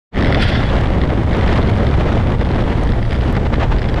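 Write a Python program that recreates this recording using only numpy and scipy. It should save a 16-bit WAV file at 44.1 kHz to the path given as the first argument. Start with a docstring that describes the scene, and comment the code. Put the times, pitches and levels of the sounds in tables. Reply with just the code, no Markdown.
"""Wind on the microphone of a fast road bicycle fades in: heavy rumble, buffeting roar and tearing rasp
as eddies break on the port, with ragged puffs and lulls. A loose part rattles and grit ticks. Early on,
a ringing scrape, perhaps a brake, swells and dies. A thin hiss lies behind, duller after a late click.
A limiter holds the level."""
import sys
import numpy as np
from scipy import signal
from scipy.fft import rfft, irfft, next_fast_len
from scipy.io import wavfile
from scipy.ndimage import uniform_filter1d, minimum_filter1d, map_coordinates

SR = 44100
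rng = np.random.default_rng(int(sys.argv[2]) if len(sys.argv) > 2 else 0)


def master_out(mix):
    """Clip the mix to full scale and print it as 16-bit PCM to the path in sys.argv[1]."""
    frames = np.transpose(np.atleast_2d(mix))
    ceiling = np.clip(frames, -1, 1)
    pcm = np.round(ceiling * 32767).astype(np.int16)
    wavfile.write(sys.argv[1], SR, pcm)


N = 176400

# Level curves: time_s, level_db
ROAR_LEVELS = [(.2, -19.5), (.34, -16), (.42, -21.5), (.65, -22.5), (.8, -20.5), (1.1, -20.5), (1.27, -24),
               (1.36, -21), (1.58, -17.5), (1.85, -21), (2.12, -21), (2.38, -21.5), (2.72, -22.5),
               (3.1, -26), (3.28, -21.5), (3.5, -24.5)]
RASP_LEVELS = [(.2, -25.5), (.35, -27.5), (.5, -29), (.73, -25), (.95, -28.5), (1.26, -31.5), (1.34, -27.5),
               (1.52, -24.5), (1.75, -28.5), (2.12, -28.5), (2.42, -31.5), (2.56, -29.5), (3.02, -34),
               (3.25, -29), (3.45, -35), (3.8, -31), (4, -37)]
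SCRAPE_LEVELS = [(.15, -51), (.3, -30), (.385, -31.5), (.43, -19), (.46, -27), (.49, -25.5), (.52, -29),
                 (.56, -23.5), (.62, -41), (.67, -35), (.95, -78)]
# Noise spectra: freq_hz, gain_db
RUMBLE_SPECTRUM = [(8, -19), (22, -2), (36, -3), (62, 0), (78, -2), (95, -5.5), (120, -2), (155, -13),
                   (300, -25), (900, -85)]
ROAR_SPECTRUM = [(70, -42), (140, -3.5), (200, 0.5), (270, -3), (370, -5), (560, -8), (800, -13),
                 (1200, -21), (2200, -30), (6000, -90)]
RASP_SPECTRUM = [(200, -19), (600, 7.5), (1300, 1.5), (2050, 0), (2550, -6.5), (3000, -6), (3400, -7.5),
                 (4100, -14), (5050, -20.5), (6000, -24.5), (7200, -28.5), (10000, -38), (12500, -51.5),
                 (15500, -66)]
HISS_SPECTRUM = [(1000, 8), (4500, 10.5), (6500, 1), (7500, -0.5), (9900, -1), (11200, -9.5), (13000, -32),
                 (15000, -31)]
LATE_HISS_SPECTRUM = [(1000, -13), (4500, 10.5), (6500, 2), (8000, 3), (9000, -12), (11400, -4),
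                      (12300, -15), (15000, -24)]
RATTLE_SPECTRUM = [(300, -29), (1200, -7.5), (1950, 10), (2600, -11), (3400, 0), (4200, -12.5), (5100, -10),
                   (6100, -38), (10000, -34.5), (13000, -61), (16000, -66)]
CATCH_SPECTRUM = [(1000, -26), (2500, 10), (4600, 3), (5500, -11), (6600, -18), (9800, -17), (11500, -32),
                  (15000, -42)]
PUFF_SPECTRUM = [(150, 2), (400, 7), (750, 5), (1300, 0.5), (2000, -3.5), (2700, -9), (3400, -12.5),
                 (6200, -29.5), (15000, -65)]
GRIT_SPECTRUM = [(2000, -15), (4500, 13), (6500, 5), (10000, -3), (15000, -25)]
# Knocks of a loose part on the handlebar: start_s, level_db
RATTLE_KNOCKS = [(0.1463, -9.5), (0.1681, -9), (0.224, -9), (0.2462, -7.5), (0.271, -12), (0.3245, -4),
                 (0.3466, -11), (0.6346, -13), (1.015, -9), (1.33, -13), (1.4106, -14), (1.476, -12),
                 (1.5284, -11.5), (1.5781, -16), (1.868, -14), (1.998, -20), (2.276, -24), (2.411, -18),
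                 (2.546, -17.5), (2.569, -19.5), (2.872, -15), (2.92, -16.5), (3.028, -16), (3.108, -14),
                 (3.1284, -13), (3.151, -15), (3.2061, -21), (3.352, -15), (3.5392, -13), (3.7844, -15),
                 (3.818, -15), (3.8421, -17), (3.888, -14.5), (3.942, -15.5)]
# Scrape resonances: freq_hz, width_hz, gain_db
SCRAPE_RESONANCES = [(1400, 70, -1), (1670, 130, -2.5), (2000, 210, -3), (2760, 730, -12),
                     (3380, 310, -6.5), (4620, 600, -16.5), (5260, 580, -16.5)]
# Gritty catches in the scrape: centre_s, half_length_s, level_db
SCRAPE_CATCHES = [(.428, 0.014, -23.5), (.489, 0.01, -26)]
# Spurts of the scrape's whine: centre_s, half_length_s, level_db, pitch_hz
WHINE_SPURTS = [(.4, .018, -33.5, 3470), (.553, .016, -33, 3380), (.582, .016, -35, 3590),
                (0.667, 0.033, -38.5, 3400)]
# Deep buffets and ragged puffs of air: centre_s, half_length_s, level_db
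AIR_BUFFETS = [(.215, 0.015, -15.5), (1.195, 0.019, -18.5), (3.292, 0.012, -21)]
AIR_PUFFS = [(.727, 0.007, -20), (1.94, 0.0071, -18), (2.005, 0.0044, -22), (2.08, 0.017, -22.5),
             (2.71, 0.025, -23), (3.235, 0.0043, -20.5), (3.37, 0.0064, -19.5), (3.465, 0.0065, -19),
             (3.537, 0.0066, -17.5), (3.605, 0.0086, -24), (3.631, 0.015, -19), (3.722, 0.0052, -18.5),
             (3.98, 0.014, -20)]
# Clear ticks of grit: start_s, level_db
GRIT_TICKS = [(0.8111, -36), (1.3688, -34), (1.7739, -38), (2.835, -31.5), (3.1328, -36)]
# Lulls between gusts: centre_s, half_length_s, depth_db
WIND_LULLS = [(1.254, 0.01, 7), (2.377, 0.015, 6), (3.085, 0.036, 2), (3.806, 0.0074, 6)]

CLICK_S = 3.3272


def amp(db):
    """Decibels to gain."""
    return 10 ** (np.asarray(db) / 20)


def unit(x):
    """Scale to rms 1."""
    return x / np.sqrt(np.mean(x ** 2) + 1e-20)


def clock():
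    """Seconds at each sample."""
    return np.arange(N) / SR


def level(rows):
    """Gain per sample from (time_s, level_db) points."""
    return amp(np.interp(clock(), *np.transpose(rows)))


def wobble(rate_hz):
    """Smooth random curve through knots at rate_hz."""
    knots = rng.standard_normal(8192)
    return map_coordinates(knots, [clock() * rate_hz + 2], mode="wrap")


def filtered(x, response):
    """Apply the frequency response response(hz)."""
    size = next_fast_len(N + SR // 2)
    return irfft(rfft(x, size) * response(np.fft.rfftfreq(size, 1 / SR)), size)[:N]


def coloured(x, spectrum):
    """Shape x by (freq_hz, gain_db) points; rms 1."""
    freq_hz, gain_db = np.transpose(spectrum)
    return unit(filtered(x, lambda hz: amp(np.interp(np.log(hz + 1), np.log(freq_hz), gain_db))))


def noise(spectrum):
    """Coloured noise, rms 1."""
    return coloured(rng.standard_normal(N), spectrum)


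def bell(x, centre, half_width):
    """Gaussian, peak 1."""
    return np.exp(-.5 * ((x - centre) / half_width) ** 2)


def swells(rows):
    """Bell envelopes from (centre_s, half_length_s, level_db) rows."""
    return sum(amp(db) * bell(clock(), centre_s, half_s) for centre_s, half_s, db in rows)


def knocks(rows, rise_s, decay_s):
    """Impact envelopes from (start_s, level_db) rows."""
    envelope = np.zeros(N + SR)
    t = np.arange(SR // 20) / SR
    shape = (1 - np.exp(-t / rise_s)) * np.exp(-t / decay_s)
    for start_s, db in rows:
        envelope[max(round(start_s * SR), 0):][:len(t)] += amp(db) * shape
    return envelope[:N]


def limited(x, ceiling, hold_s):
    """Lower the gain smoothly around peaks above the ceiling."""
    size = max(int(hold_s * SR), 8)
    needed_gain = np.minimum(1, ceiling / (np.abs(x) + 1e-9))
    return x * uniform_filter1d(minimum_filter1d(needed_gain, size), size)


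def eddies(slow_db, mid_db, fast_db):
    """Level swing in dB from eddies passing the port; large and middling ones saturate."""
    return slow_db * np.tanh(wobble(29.88)) + mid_db * np.tanh(wobble(125)) + fast_db * wobble(560)


def wind(rumble_db=-14.5, surge_db=1.5, roar_gain_db=1.5, crackle_gain_db=-11.5):
    """Surging rumble, roar and crackling rasp; the same eddies drive roar and rasp."""
    eddy_db = eddies(slow_db=1.65, mid_db=2.5, fast_db=1.52)
    held = limited(noise(RUMBLE_SPECTRUM), ceiling=1.4, hold_s=0.04)
    rumble = amp(rumble_db) * unit(held * amp(surge_db * np.tanh(wobble(24.09))))
    roar = coloured(rng.standard_normal(N) * amp(eddy_db + 0.6 * wobble(60)), ROAR_SPECTRUM)
    tearing_db = eddy_db + eddies(slow_db=1, mid_db=0.64, fast_db=-1.15)
    rasp = coloured(rng.standard_normal(N) * amp(tearing_db), RASP_SPECTRUM)
    rasp += amp(crackle_gain_db) * crackle()
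    gusts = amp(roar_gain_db) * level(ROAR_LEVELS) * roar + level(RASP_LEVELS) * rasp
    return rumble + lulls() * gusts


def crackle(snaps_per_s=90, spread_db=4, decay_s=0.00077, top_hz=5500):
    """Tiny random snaps of uneven size, brighter than the rasp; rms 1."""
    snaps = rng.random(N) < snaps_per_s / SR
    strength = amp(spread_db * np.clip(rng.standard_normal(N), -2, 2))
    envelope = signal.lfilter([1], [1, -np.exp(-1 / (decay_s * SR))], snaps * strength)
    bright = filtered(envelope * rng.standard_normal(N), lambda hz: hz / (1 + (hz / top_hz) ** 10))
    return coloured(bright, RASP_SPECTRUM)


def hiss(early_db=-51.5, drift_db=0.88, late_db=-55):
    """Thin hiss of air and tyres, duller after the click."""
    early = amp(early_db + drift_db * wobble(4.2)) * noise(HISS_SPECTRUM)
    late = amp(late_db) * noise(LATE_HISS_SPECTRUM)
    return np.where(clock() < CLICK_S, early, late)


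def rattle(gain_db=-1, mean_flight_s=0.0156, mean_loss_db=4.5):
    """The road shakes a loose part: dry knocks, each with a softer bounce."""
    scatter = rng.uniform(.5, 1.5, (len(RATTLE_KNOCKS), 2))
    bounces = [(start_s + mean_flight_s * flight, db - mean_loss_db * loss)
               for (start_s, db), (flight, loss) in zip(RATTLE_KNOCKS, scatter)]
    ring = unit(limited(noise(RATTLE_SPECTRUM), ceiling=0.96, hold_s=0.001))
    return amp(gain_db) * knocks([*RATTLE_KNOCKS, *bounces], rise_s=0.00056, decay_s=0.0018) * ring


def scrape(top_hz=5800, friction_rough_db=1.65, catch_rough_db=1.7):
    """Friction noise rings a few broad resonances and catches twice."""
    def body(hz):
        modes = sum((-1) ** k * amp(db) / (1 + 1j * (hz ** 2 - mode_hz ** 2) / ((hz + 1) * width_hz))
                    for k, (mode_hz, width_hz, db) in enumerate(SCRAPE_RESONANCES))
        return modes / (1 + (hz / top_hz) ** 12)

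    friction = rng.standard_normal(N) * amp(friction_rough_db * wobble(300))
    ring = unit(filtered(friction, body))
    gritty = unit(noise(CATCH_SPECTRUM) * amp(catch_rough_db * wobble(250)))
    return level(SCRAPE_LEVELS) * ring + swells(SCRAPE_CATCHES) * gritty


def puffs(rough_db=3.5, buffet_hz=258, buffet_half_width_hz=91):
    """Single large eddies strike the port as ragged puffs and deep buffets."""
    ragged = unit(noise(PUFF_SPECTRUM) * amp(rough_db * np.tanh(wobble(400))))
    low_band = filtered(rng.standard_normal(N), lambda hz: bell(hz, buffet_hz, buffet_half_width_hz))
    deep = unit(limited(unit(low_band), ceiling=1, hold_s=0.026))
    return swells(AIR_PUFFS) * ragged + swells(AIR_BUFFETS) * deep


def whine(waver_hz=20, roughness=.45):
    """A narrow scrape resonance sings in rough, wavering spurts, each at its own pitch."""
    offset_hz = waver_hz * wobble(69.6)
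    tone = np.zeros(N)
    for centre_s, half_s, db, pitch_hz in WHINE_SPURTS:
        phase = 2 * np.pi * np.cumsum(pitch_hz + offset_hz) / SR
        tone += swells([(centre_s, half_s, db)]) * np.sin(phase)
    return np.sqrt(2) * tone * unit(1 + roughness * wobble(240))


def grit(gain_db=5.5, faint_count=70):
    """A few clear ticks among many faint ones, likely grit thrown up by the tyres."""
    faint_s = rng.uniform(0, N / SR, faint_count)
    faint_db = rng.normal(-54, 5, faint_count)
    envelope = knocks([*GRIT_TICKS, *zip(faint_s, faint_db)], rise_s=.0001, decay_s=0.00088)
    return amp(gain_db) * envelope * noise(GRIT_SPECTRUM)


def lulls():
    """Gain that dips between gusts."""
    dip_db = sum(depth_db * bell(clock(), centre_s, half_s) for centre_s, half_s, depth_db in WIND_LULLS)
    return amp(-dip_db)


def click(level_db=-20):
    """One thin click as the hiss dulls."""
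    return amp(level_db) * signal.unit_impulse(N, round(CLICK_S * SR))


def scene():
    """All sources at one microphone."""
    return (wind() + puffs() + rattle() + grit() + scrape() + whine() + hiss() + click())[None]


def record(dry):
    """Limiter, fade-in, band limit."""
    fade_start_s, fade_s, top_hz = 0.11, 0.066, 15200
    held = limited(dry[0], ceiling=0.59, hold_s=0.0053)
    fade = np.clip((clock() - fade_start_s) / fade_s, 0, 1) ** 2.26
    return filtered(held * fade, lambda hz: hz < top_hz)[None]


dry = scene()
out = record(dry)
master_out(out)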